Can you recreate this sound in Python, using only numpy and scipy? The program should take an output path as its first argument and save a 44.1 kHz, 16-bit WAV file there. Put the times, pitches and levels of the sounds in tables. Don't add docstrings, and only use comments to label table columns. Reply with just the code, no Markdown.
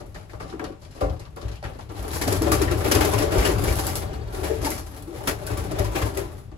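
import sys
import numpy as np
from scipy import signal
from scipy.fft import rfft, irfft, next_fast_len
from scipy.io import wavfile
from scipy.ndimage import uniform_filter1d

SR = 44100
rng = np.random.default_rng(int(sys.argv[2]) if len(sys.argv) > 2 else 0)


def write(x):
    x = np.atleast_2d(x).T
    wavfile.write(sys.argv[1], SR, np.round(np.clip(x, -1, 1) * 32767).astype(np.int16))


N = 289737


def from_db(db):
    return 10 ** (np.asarray(db) / 20)


def rms_one(x):
    return x / np.sqrt(np.mean(x ** 2) + 1e-20)


def at_hz(points, hz):
    known_hz, values = np.transpose(points)
    return np.interp(np.log(np.maximum(hz, 1)), np.log(known_hz), values)


def over_time(points):
    return np.interp(np.arange(N) / SR, *np.transpose(points))


def colour(x, spectrum):
    size = next_fast_len(N + SR // 10)
    gain = rms_one(from_db(at_hz(spectrum, np.fft.rfftfreq(size, 1 / SR))))
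    return irfft(rfft(x, size) * gain, size)[..., :N]


def resonate(x, modes):
    out, power = 0, 0
    for k, (hz, width_hz, db) in enumerate(modes):
        r = np.exp(-np.pi * width_hz / SR)
        half_power = (1 - r * r) / 2
        poles = [1, -2 * r * np.cos(2 * np.pi * hz / SR), r * r]
        ringing = signal.lfilter([1, 0, -1], poles, x + 1e-18)
        out = out + (-1) ** k * from_db(db) * half_power * ringing
        power += from_db(db) ** 2 * half_power
    return out / np.sqrt(power)


def cut(x, edge_hz, kind):
    return signal.sosfilt(signal.butter(2, edge_hz, kind, fs=SR, output="sos"), x)


def bursts(times, levels_db, rise, fade):
    out, age = np.zeros(N), np.arange(SR // 2) / SR
    for s, db, rise_s, fade_s in np.broadcast(times, levels_db, rise, fade):
        start = max(int(s * SR), 0)
        swell = np.sin(np.pi / 2 * np.minimum(age / rise_s, 1)) ** 2
        decay = np.exp(-np.maximum(age - rise_s, 0) / max(fade_s, 1e-3))
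        out[start:start + len(age)] += from_db(db) * (swell * decay)[:N - start]
    return out


def noise():
    return rng.standard_normal(N)


def grains(per_s, spread_db):
    sizes = from_db(spread_db * np.minimum(rng.exponential(1, N), 4))
    happens = rng.random(N) < per_s / SR
    return rms_one(happens * sizes * rng.choice([-1, 1], N))


def ring_in_turn(pair, times, pitches_hz, q):
    spare = SR // 10
    out = np.zeros((2, N + spare))
    edges = np.append(np.maximum(times * SR, 0).astype(int), N)
    for start, stop, hz in zip(edges, edges[1:], pitches_hz):
        part = np.pad(pair[:, start:stop], ((0, 0), (0, spare)))
        out[:, start:start + part.shape[1]] += resonate(part, [(hz, hz / max(q, 1), 0)])
    return out[:, :N]


def reflections(pair, count):
    now, strength = np.arange(N), 0.33
    place = now // (SR // 9)
    out = pair.copy()
    for channel in range(2):
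        for lags in rng.integers(SR // 2000, SR // 110, (count, place[-1] + 1)):
            out[channel] += strength * pair[channel, np.maximum(now - lags[place], 0)]
    return out / np.sqrt(1 + count * strength ** 2)


def loft(x, t60, direct_db):
    keep = from_db(-120 / (max(t60, 0.02) * SR))
    lingering_power = signal.lfilter([1 - keep], [1, -keep], x ** 2 + 1e-18)
    tail = np.sqrt(lingering_power) * rng.standard_normal((2, N))
    recent_power = np.abs(uniform_filter1d(x ** 2, size=89, origin=44))
    scattered = np.sqrt(recent_power) * rng.standard_normal((2, N))
    near = from_db(direct_db) * (0.38 * x + 0.6 * scattered)
    return reflections(near + tail, count=4) / np.sqrt(1 + from_db(direct_db) ** 2)


# pitch_hz [Hz], level_db [dB]
OUTSIDE_TONE = [(30, -3), (100, -2.5), (220, -17.5), (600, -25.5), (2000, -37.5), (7000, -46.5),
                (11000, -51), (16000, -63)]


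def outside():
    return from_db(-44) * colour(rng.standard_normal((2, N)), OUTSIDE_TONE)


# pitch_hz [Hz], width_hz [Hz], level_db [dB]
ROOM_MODES = [(48.6, 16.2, -1.5), (75.8, 14.5, 2), (105.5, 18.2, -1), (175, 65, -12.5)]
# start_s [s], level_db [dB before the boom gain]
BOOM_CURVE = [(0.0, -48), (0.62, -49), (0.9, -77), (1.08, -31), (1.35, -55), (1.96, -42), (2.36, -29),
              (2.87, -30), (3.16, -29.5), (3.57, -27.5), (3.79, -31), (4.3, -36.5), (4.7, -35.5),
              (4.9, -46), (5.25, -40.5), (5.73, -32), (6.33, -41.5), (6.57, -46.5)]
# start_s [s], lowest_pitch_hz [Hz], lowest_level_db [dB before the blow's trim],
# upper_level_db [dB before the same trim]
THUDS = [(0.343, 62, -27, -26), (1.022, 52.8, -13.5, -23), (1.445, 59, -18, -17.5), (1.64, 59, -25, -32),
         (1.986, 54.6, -23, -28), (2.948, 56, -12.5, -13.5), (3.147, 60.3, -29, -13.5),
         (3.376, 57.5, -6.5, -21), (3.662, 55.3, -14, -21), (4.1, 72, -26, -48), (4.416, 70, -22, -27),
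         (4.61, 70, -19, -25), (5.514, 56, -22, -15), (5.591, 61, -19, -25), (5.794, 54.5, -14.5, -11.5),
         (6.025, 63, -16.5, -13)]
# pitch_hz [Hz], width_hz [Hz], level_db [dB]
FLOOR_MODES = [(105.1, 6.9, 22), (186, 8.4, 7.2)]
FLOOR_WIDTH_HZ = 5.8
BOOM_GAIN_DB, BLOW_TRIM_DB = 3, -19.0


def boom():
    rumble = cut(resonate(rng.standard_normal((2, N)), ROOM_MODES), 260, "low")
    draught = rms_one(rumble) * from_db(over_time(BOOM_CURVE) + BOOM_GAIN_DB)

    def push(times, levels_db):
        return bursts(times, np.asarray(levels_db) + BLOW_TRIM_DB, rise=0.0033, fade=0.0022)

    lowest = sum(resonate(push([s], [db]), [(hz, FLOOR_WIDTH_HZ, 0)]) for s, hz, db, _ in THUDS)
    times, *_, upper_db = np.transpose(THUDS)
    return draught + lowest - resonate(push(times, upper_db), FLOOR_MODES)


# start_s [s], level_db [dB]
PLANK_KNOCK = (1.012, -15.5)
# pitch_hz [Hz], level_db [dB], t60_s [s to fall by 60 dB]
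PLANK_MODES = [(286.6, -16, 0.31), (438, -16, 0.21), (524, -6.5, 0.27), (584, -1.5, 0.11),
               (770, -16.5, 0.19), (1017, -19, 0.17), (1180, -6.5, 0.066)]
# pitch_hz [Hz], level_db [dB]
CLAP_TONE = [(200, -3), (600, 5.5), (1500, 7), (4000, -2.5), (8000, -5.5), (11000, -3), (16000, -11)]
WALL_TO_WALL_S, PLANK_CONTACT_S = 0.021, 0.0057


def plank():
    age = np.arange(SR // 2) / SR
    ring = sum(from_db(db - 60 * age / t60) * np.sin(2 * np.pi * hz * age) for hz, db, t60 in PLANK_MODES)
    ring = ring * np.minimum(age / PLANK_CONTACT_S, 1)
    out, (s, db) = np.zeros(N), PLANK_KNOCK
    for trip in range(3):
        start = int((s + trip * WALL_TO_WALL_S) * SR)
        out[start:start + len(age)] += from_db(db - 9.0 * trip) * ring
    crack = noise() * bursts([s - 0.003], [db - 18], rise=0.0015, fade=0.0032)
    return out + colour(loft(crack, t60=0.24, direct_db=11.0), CLAP_TONE)


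# start_s [s], level_db [dB before a trim]
CRACKS = [(0.233, -43), (0.314, -43), (0.398, -36), (0.499, -35), (0.643, -28.5), (0.722, -49),
          (0.849, -34), (0.907, -42), (0.977, -42), (1.009, -27), (1.096, -37), (1.164, -38.5),
          (1.252, -35), (1.361, -42), (1.415, -27.5), (1.453, -40), (1.481, -32), (1.514, -29.5),
          (1.555, -45), (1.734, -37), (1.807, -37), (1.89, -36), (1.955, -34), (1.991, -30), (2.106, -24),
          (4.13, -34), (4.234, -51), (6.364, -44)]
# pitch_hz [Hz], level_db [dB]
CRACK_TONE = [(600, 6), (1500, 7), (2500, 5), (4500, 6), (8000, -9), (11500, -8.5), (16000, -28)]


def cracks():
    s, db = np.transpose(CRACKS)
    splinters = grains(per_s=2900, spread_db=4.0) * bursts(s, db - 2.5, rise=0.00052, fade=0.0024)
    return colour(loft(splinters, t60=0.14, direct_db=0.0), CRACK_TONE)


# start_s [s], knock_db [dB before a trim], scuff_db [dB], fade_s [s, shortened for
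# the knock], slat_pitch_hz [Hz], slat_db [dB before a trim]
STEPS = [(0.002, -29.5, -38.5, 0.0069, 780, -48), (0.143, -36.5, -37.5, 0.027, 1600, -37),
         (0.21, -50, -57, .006, 1280, -50), (0.295, -43, -43, 0.017, 1860, -44),
         (0.332, -27.5, -44, 0.0035, 1180, -41), (0.4, -30.5, -36, 0.031, 1200, -31.5),
         (0.478, -41, -44, 0.043, 1200, -55), (0.524, -28, -58, 0.0056, 1200, -41.5),
         (0.593, -20, -41, 0.0044, 1590, -29.5), (0.612, -21.5, -60, 0.0048, 1210, -39),
         (0.639, -24, -29.5, 0.0043, 1150, -36.5), (0.697, -45, -61, 0.0063, 750, -54),
         (0.721, -40, -52, 0.0053, 1200, -47), (0.815, -44.5, -44, 0.035, 1230, -58),
         (0.908, -61, -44.5, 0.021, 2000, -58), (0.946, -38.5, -42.5, 0.052, 745, -47),
         (1.006, -19, -33, 0.025, 1190, -41), (1.127, -34, -50, .008, 850, -42),
         (1.194, -34.5, -30, 0.0086, 740, -41), (1.254, -40, -53, 0.005, 1200, -49),
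         (1.362, -33, -39, 0.02, 1060, -34.5), (1.411, -35.5, -39, 0.019, 1180, -47),
         (1.48, -36, -40, 0.0088, 1500, -52), (1.515, -45, -38, 0.012, 1200, -61),
         (1.554, -50, -37, 0.0062, 2800, -41), (1.626, -38, -34, 0.0038, 680, -34.5),
         (1.638, -26.5, -31, 0.013, 1551, -32), (1.685, -32, -53, 0.0048, 1200, -46),
         (1.716, -45, -54, 0.015, 1200, -59), (1.748, -34.5, -44, 0.0069, 1300, -50),
         (1.787, -41, -41, 0.014, 780, -36.5), (1.894, -27.5, -38, 0.0058, 1190, -36.5),
         (1.963, -45, -40, 0.014, 730, -39), (6.515, -31, -42.5, 0.002, 1210, -64)]
# pitch_hz [Hz], width_hz [Hz], level_db [dB]
BOARD_MODES = [(179, 26, 2), (307, 43, 6.5), (447, 63, 1), (546, 41, 4.5), (620, 60, 2.5), (736, 99, -1),
               (1150, 290, -6.5)]
# pitch_hz [Hz], level_db [dB]
SCUFF_TONE = [(160, 20), (300, -37), (700, 8.5), (1200, -0.5), (1900, 0.5), (3000, -2), (8000, -34)]
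# pitch_hz [Hz], level_db [dB]
GRIT_TONE = [(900, -4), (2500, -4), (4500, 12), (8000, 1.5), (11500, 4), (16000, -49)]
SLAT_Q = 3.7
HARD_SCUFF_DB = -32
GRIT_DB, GRIT_FOLLOWS = -41, 0.78


def steps():
    s, knock_db, scuff_db, fade, slat_hz, slat_db = np.transpose(STEPS)
    grit_db = GRIT_DB + GRIT_FOLLOWS * (scuff_db - HARD_SCUFF_DB)
    blow = noise() * bursts(s, knock_db + 2.0, rise=0.00075, fade=fade * 0.82)
    slide = grains(per_s=800, spread_db=4.0) * bursts(s, scuff_db, rise=0.013, fade=fade)
    chatter = grains(per_s=450, spread_db=2.0) * bursts(s, slat_db + 2.5, rise=0.00094, fade=0.014)
    crunch = grains(per_s=2900, spread_db=4.0) * bursts(s, grit_db, rise=0.00062, fade=fade)
    knock = cut(resonate(loft(blow, t60=0.38, direct_db=-2.5), BOARD_MODES), 104, "high")
    scuff = colour(loft(slide, t60=0.36, direct_db=0.5), SCUFF_TONE)
    slats = ring_in_turn(loft(chatter, t60=0.13, direct_db=6.0), s, slat_hz, SLAT_Q)
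    grit = colour(loft(crunch, t60=0.24, direct_db=4.0), GRIT_TONE)
    return knock + scuff + cut(slats, 2100, "low") + grit


# start_s [s], length_s [s], first_pitch_hz [Hz], last_pitch_hz [Hz], level_db [dB before
COOS = [(4.394, 0.04, 356, 334, -33, 0), (4.495, 0.025, 379, 343, -19.5, 0.24),
        (4.52, 0.016, 344, 330, -28, 0.03), (5.069, 0.041, 341, 340, -33, 0.16),
        (5.125, 0.072, 313, 352, -46.5, 1.1), (5.188, 0.067, 373, 411, -50.5, 1.3)]
COO_T60_S = 0.14


def coos():
    out, waver = np.zeros(N), rms_one(cut(noise(), 92, "low"))
    for s, length, first_hz, last_hz, db, hoarse in COOS:
        span = slice(int(s * SR), int(s * SR) + int(length * SR))
        progress = np.linspace(0, 1, span.stop - span.start)
        pitch_hz = (first_hz + (last_hz - first_hz) * progress) * (1 + 0.079 * waver[span])
        phase = 2 * np.pi * np.cumsum(pitch_hz) / SR
        overtones = np.sin(3 * phase / 2) + from_db(-3.0) * np.sin(2 * phase)
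        voice = np.sin(phase) + hoarse * overtones
        out[span] += from_db(db - 2.0) * np.sin(np.pi * progress) * voice
    walls = rng.standard_normal((2, SR // 2)) * from_db(-60 * np.arange(SR // 2) / SR / COO_T60_S)
    walls /= np.linalg.norm(walls, axis=1, keepdims=True)
    return out + from_db(2.0) * signal.fftconvolve(out[None], walls, axes=1)[:, :N]


# start_s [s], level_db [dB before the rustle gain]
RUSTLE_CURVE = [(0.0, -61.5), (0.6, -77), (0.78, -74), (1.1, -64), (1.33, -74), (1.7, -65), (1.87, -66),
                (1.99, -51.5), (2.19, -42.5), (2.29, -40), (2.43, -43.5), (2.67, -53), (2.89, -40),
                (3.02, -41), (3.88, -41), (4.04, -79), (4.35, -49.5), (4.61, -48), (4.86, -55), (4.93, -47),
                (5.0, -61.5), (5.22, -51), (5.65, -51.5), (5.95, -48.5), (6.15, -50), (6.39, -58.5),
                (6.57, -99)]
# start_s [s], level_db [dB before the air gain]
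AIR_CURVE = [(0.0, -66), (0.45, -49), (0.78, -58), (1.34, -62), (1.47, -39.5), (1.6, -59), (1.86, -49),
             (1.96, -40.5), (2.45, -31), (2.79, -35), (2.95, -25), (3.1, -32), (3.37, -23.5), (3.79, -33.5),
             (4.26, -38), (4.61, -33), (4.79, -53), (4.98, -44), (5.23, -40), (5.4, -37.5), (5.74, -33),
             (6.02, -35), (6.37, -45.5), (6.57, -67)]
# pitch_hz [Hz], level_db [dB]
RUSTLE_TONE = [(250, 8), (700, 11.5), (1300, 9), (2500, -2.5), (4500, -0.5), (8300, -4.5), (11000, 3),
               (13000, -1.5), (16000, -15)]
# pitch_hz [Hz], width_hz [Hz], level_db [dB]
AIR_MODES = [(301, 36.6, 1), (399, 49.6, -1.5), (590, 106, -4.5), (780, 72, -6.5), (980, 427, -14)]
RUSTLE_GAIN_DB, AIR_GAIN_DB = 6, 1


def flock():
    rustle_level = from_db(over_time(RUSTLE_CURVE) + RUSTLE_GAIN_DB)
    air_level = from_db(over_time(AIR_CURVE) + AIR_GAIN_DB)
    unrest = np.tanh(rms_one(cut(noise(), 37.6, "low")))
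    brushing = grains(per_s=3700, spread_db=9.0) * rms_one(from_db(11.6 * unrest)) * rustle_level
    stirring = noise() * rms_one(from_db(2.8 * unrest)) * air_level
    rustle = colour(loft(brushing, t60=0.23, direct_db=-3.0), RUSTLE_TONE)
    air = resonate(loft(stirring, t60=0.07, direct_db=5.5), AIR_MODES)
    return rustle + cut(air, 203, "high")


# start_s [s], level_db [dB before a trim]
TICKS = [(0.229, -41), (0.402, -37), (0.594, -36), (0.643, -46), (1.361, -32), (1.481, -42), (2.519, -4),
         (2.915, -25), (3.6386, -12.5), (3.7544, -12), (3.867, -7.5), (3.9544, -6.5), (4.3445, -36),
         (4.7036, -10), (5.0235, -26.5), (5.466, -15), (5.574, -16.5), (5.7882, -22), (6.173, -13.5)]
# pitch_hz [Hz], level_db [dB]
TICK_TONE = [(1200, -12), (3000, -0.5), (7000, -1), (11000, 8.5), (16000, -5.5)]


def ticks():
    s, db = np.transpose(TICKS)
    contacts = noise() * bursts(s, db - 7.0, rise=0.0004, fade=0.0012)
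    return colour(loft(contacts, t60=0.28, direct_db=4.5), TICK_TONE)


# pitch_hz [Hz], level_db [dB]
PRIMARIES = [(3550, -7), (4440, 0.5)]
TAKEOFF_S, WINGBEAT_S = 4.002, 0.069
WHISTLE_DB, WHISTLE_LOSS_DB = -48.5, 2.0


def whistles(count):
    beat = np.arange(count)
    clock = np.cumsum(1 + 0.045 * rms_one(cut(noise(), 500, "low"))) / SR
    levels_db = WHISTLE_DB - WHISTLE_LOSS_DB * np.abs(beat - beat.mean())
    notes = bursts(TAKEOFF_S + WINGBEAT_S * beat, levels_db, rise=0.007, fade=0.013)
    return notes * sum(from_db(db) * np.sin(2 * np.pi * hz * clock) for hz, db in PRIMARIES)


# start_s [s], pitch_hz [Hz, before it wavers], level_db [dB before a trim]
WHUPS = [(0.522, 325, -32.5), (0.692, 325, -37), (2.207, 315, -31), (2.261, 304.3, -23), (2.31, 345, -25),
         (2.403, 295, -20.5), (2.413, 395.7, -23.5), (2.455, 343.5, -29.5), (2.482, 314, -25.5),
         (2.606, 345, -21.5), (2.629, 305, -39), (2.707, 328.6, -23), (2.925, 333.4, -25.5),
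         (3.117, 313.5, -31.5), (3.346, 350, -24), (3.478, 344, -23), (5.703, 335, -30.5), (5.79, 310, -33),
         (6.041, 300, -30)]


def whups():
    out, unsteady = 0, 1 + 0.16 * rms_one(cut(noise(), 107.9, "low"))
    clock = np.cumsum(unsteady) / SR
    for s, hz, db in WHUPS:
        out = out + bursts([s], [db + 2.5], rise=0.017, fade=0.022) * np.sin(2 * np.pi * hz * clock)
    return cut(out, 220, "high")


# start_s [s], air_db [dB], feather_db [dB before each part's
# offset], hardness [0 = free swish, 1 = clap of the tips], fade_s [s], ring_pitch_hz [Hz], ring_db [dB
STROKES = [(1.993, -34, -45, 0.13, 0.039, 1100, -57), (2.04, -32, -53, 0.27, .02, 765, -35.5),
           (2.1318, -56, -32, 0.57, 0.04, 1200, -46), (2.212, -24.5, -21.5, 0.44, 0.016, 1830, -28),
           (2.274, -20, -35, 0.89, 0.014, 670, -18), (2.322, -24, -30, 0.72, 0.014, 620, -23),
           (2.418, -21, -39, 0.99, 0.018, 1244, -41), (2.466, -18.5, -38, 0.38, 0.011, 750, -28),
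           (2.516, -21, -19, 0.47, 0.025, 1220, -19), (2.592, -21, -42, .1, .01, 580, -26),
           (2.615, -24.5, -22, 0.46, 0.0087, 870, -38), (2.674, -25, -35, 0.19, .012, 1850, -26),
           (2.71, -21.5, -23, 0.2, 0.011, 595, -41), (2.804, -26, -29, 0.18, 0.014, 1210, -31),
           (2.843, -24, -20, 0.053, 0.022, 827, -29), (2.86, -31, -34, .1, .01, 1410, -40),
           (2.913, -27, -20.5, 0.71, 0.012, 3100, -24.5), (2.9465, -15, -20.5, 0.51, 0.0093, 2790, -31),
           (2.981, -47, -30, .1, .008, 990, -24), (3.006, -38, -16.5, 0.24, 0.018, 870, -25.5),
           (3.047, -15, -26.5, 0.67, 0.0065, 824, -31), (3.128, -31, -19, 0.14, 0.018, 1015, -20.5),
           (3.179, -19, -26.5, 0.48, 0.028, 2760, -31.5), (3.22, -20, -31, 0.43, 0.0066, 645, -26),
           (3.317, -21.5, -25.5, 0.21, 0.028, 1090, -32), (3.357, -36, -31, .45, .007, 910, -32),
           (3.376, -23, -24, 0.2, 0.049, 890, -25.5), (3.421, -39, -29, .1, .0095, 2070, -27),
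           (3.4482, -20, -20.5, 0.4, 0.026, 2820, -28.5), (3.49, -23, -31, .11, .0085, 780, -28),
           (3.636, -23, -26.5, 0.22, 0.06, 2160, -37), (3.679, -26.5, -34.5, 0.66, 0.01, 2260, -32.5),
           (3.786, -56, -32, 0.79, 0.015, 734, -28), (3.87, -31, -30.5, 0.43, 0.054, 770, -30),
           (3.9537, -32, -35, 0.66, 0.023, 1230, -34), (4.017, -30, -33, .05, 0.0086, 1120, -36),
           (4.1314, -41, -35, 0.054, 0.0091, 780, -37), (4.345, -29.5, -33.5, 0.35, 0.0046, 990, -43),
           (4.431, -26, -29, 0.23, 0.063, 776, -43), (4.614, -27, -42.5, 0.73, 0.074, 998, -48),
           (4.645, -25, -28, 0.54, 0.015, 1200, -48), (4.661, -42, -36, .1, 0.0072, 870, -22),
           (4.709, -33, -32, 0.45, 0.04, 2020, -37), (4.7762, -37, -37, 0.53, 0.014, 1110, -36),
           (4.932, -46, -43, 0.05, 0.01, 610, -40), (5.145, -37, -43, 0.093, 0.04, 504, -34.5),
           (5.204, -39, -47, .05, 0.037, 870, -33.5), (5.273, -26, -14.5, 0.36, 0.015, 1260, -30),
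           (5.43, -37, -42, 0.27, 0.01, 1280, -38), (5.468, -36, -37.5, 0.59, 0.013, 1500, -35),
           (5.5023, -24, -33, 0.24, 0.024, 820, -49), (5.569, -44, -31, 0.28, 0.039, 1000, -35),
           (5.71, -27.5, -48, 0.99, 0.012, 570, -28), (5.753, -31, -49, .1, .015, 545, -32),
           (5.786, -21.5, -28, 0.44, 0.0098, 1300, -36), (5.842, -42, -31, 0.35, 0.014, 970, -30),
           (5.953, -19, -22.5, 0.23, 0.021, 2430, -27), (6.015, -48, -25.5, 0.26, 0.0086, 1090, -27.5),
           (6.057, -26.5, -43, 0.36, 0.022, 930, -29), (6.1707, -22, -36, 0.62, 0.023, 2070, -34.5)]
POCKET_Q = 10.8


def pockets():
    s, *_, pitch_hz, ring_db = np.transpose(STROKES)
    slaps = grains(per_s=450, spread_db=1.5) * bursts(s, ring_db + 1.5, rise=0.0036, fade=0.011)
    return ring_in_turn(loft(slaps, t60=0.24, direct_db=6.5), s, pitch_hz, POCKET_Q)


# pitch_hz [Hz], level_db [dB]
QUILL_TONE = [(900, -8), (2000, -0.5), (3000, -9), (5000, 4.5), (8300, -2), (11000, 3.5), (13000, 1.5),
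              (16000, -62)]
# pitch_hz [Hz], level_db [dB]
VANE_TONE = [(300, 11), (650, 11), (900, 4.5), (1300, 6), (2300, 2), (3500, -4.5), (8000, -15)]
# (dB relative to the feather level when free, the same when clapped)
SWISH_DB, QUILL_DB, CLAP_DB = (-0.5, -2), (-14.5, 9.5), (-8.5, 16)
SNAP_DB = -8
FREE_SWELL_S, CLAP_SWELL_S = 0.0071, 0.0046
AIR_LEAD_S = 0.014


def wings():
    s, air_db, feather_db, hardness, fade, *_ = np.transpose(STROKES)
    swish_db = feather_db + np.interp(hardness, [0, 1], SWISH_DB)
    quill_db = feather_db + np.interp(hardness, [0, 1], QUILL_DB)
    clap_db = feather_db + np.interp(hardness, [0, 1], CLAP_DB)
    swell = np.interp(hardness, [0, 1], [FREE_SWELL_S, CLAP_SWELL_S])
    fits = rms_one(from_db(2.6 * rms_one(cut(noise(), 160, "low"))))
    push = noise() * bursts(s - AIR_LEAD_S, air_db, rise=0.015, fade=0.02)
    brush = noise() * fits * bursts(s - 0.002, swish_db, rise=swell, fade=fade)
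    rattle = grains(per_s=5300, spread_db=-9.0) * fits * bursts(s - 0.001, quill_db, rise=swell, fade=fade)
    snaps = grains(per_s=260, spread_db=3.0) * bursts(s, quill_db + SNAP_DB, rise=swell, fade=fade)
    slap = noise() * bursts(s, clap_db, rise=0.0003, fade=0.0034)
    whoosh = cut(resonate(loft(push, t60=0.48, direct_db=-1.5), AIR_MODES), 243, "high")
    swish = colour(loft(brush, t60=0.14, direct_db=-4.0), VANE_TONE)
    quills = colour(loft(rattle, t60=0.2, direct_db=5.5) + snaps, QUILL_TONE)
    clap = colour(loft(slap, t60=0.2, direct_db=2.5), CLAP_TONE)
    return whoosh + swish + quills + clap


# pitch_hz [Hz], width_hz [Hz],
# level_db [dB]
STANDING_WAVES = [(207, 29, -0.5), (401.8, 14.6, 1.5), (441, 9.1, 4.5), (524, 35, -3.5), (571, 16, 2.5),
                  (642, 31, 3), (669, 52, -6.5), (774, 12, 4.5), (850, 14, 4.5), (1076, 57, -5),
                  (1140, 47, 3), (1296, 135, -3), (1354, 60, 2.5), (1480, 82, -2)]


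def standing_waves(pair):
    for hz, width_hz, db in STANDING_WAVES:
        half, gain = np.pi * width_hz / SR, from_db(db / 2)
        middle = -2 * np.cos(2 * np.pi * hz / SR)
        zeros = [1 + half * gain, middle, 1 - half * gain]
        poles = [1 + half / gain, middle, 1 - half / gain]
        pair = signal.lfilter(zeros, poles, pair)
    return pair


# pitch_hz [Hz], likeness [0-1]
LIKENESS = [(105, 1), (130, 0.5), (300, 0.9), (460, 0.1), (6000, 0.05), (8000, 0.65), (9300, 0.85),
            (11000, .97)]
# [dB, left minus right]
BALANCE_DB = [(30, -6), (110, 9), (220, -2.5), (400, 10.5), (800, 3), (1500, 3.5), (4000, 5.5), (8300, 5.5),
              (9300, 0.5), (15000, 0)]
LEFT_LAG = 12


def two_channels(pair):
    size = next_fast_len(N + SR // 10)
    hz, (left, right) = np.fft.rfftfreq(size, 1 / SR), rfft(pair, size)
    alike = np.clip(at_hz(LIKENESS, hz), 0, 1)
    lean = from_db(at_hz(BALANCE_DB, hz) / 2)
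    right = alike * left + np.sqrt(1 - alike ** 2) * right
    left = left * np.exp(-2j * np.pi * hz * LEFT_LAG / SR)
    return irfft(np.array([left * lean, right / lean]), size)[:, :N]


def scene():
    background = boom() + outside()
    keeper = plank() + cracks() + steps()
    birds = coos() + flock() + ticks() + whistles(count=5) + whups() + pockets() + wings()
    return two_channels(from_db(0.83) * standing_waves(birds + keeper) + background)


CUTOFF_HZ = 15900


def record(dry):
    top = signal.ellip(10, 0.1, 80, CUTOFF_HZ, fs=SR, output="sos")
    return signal.sosfilt(top, cut(dry, 33, "high"))


dry = scene()
out = record(dry)
write(out)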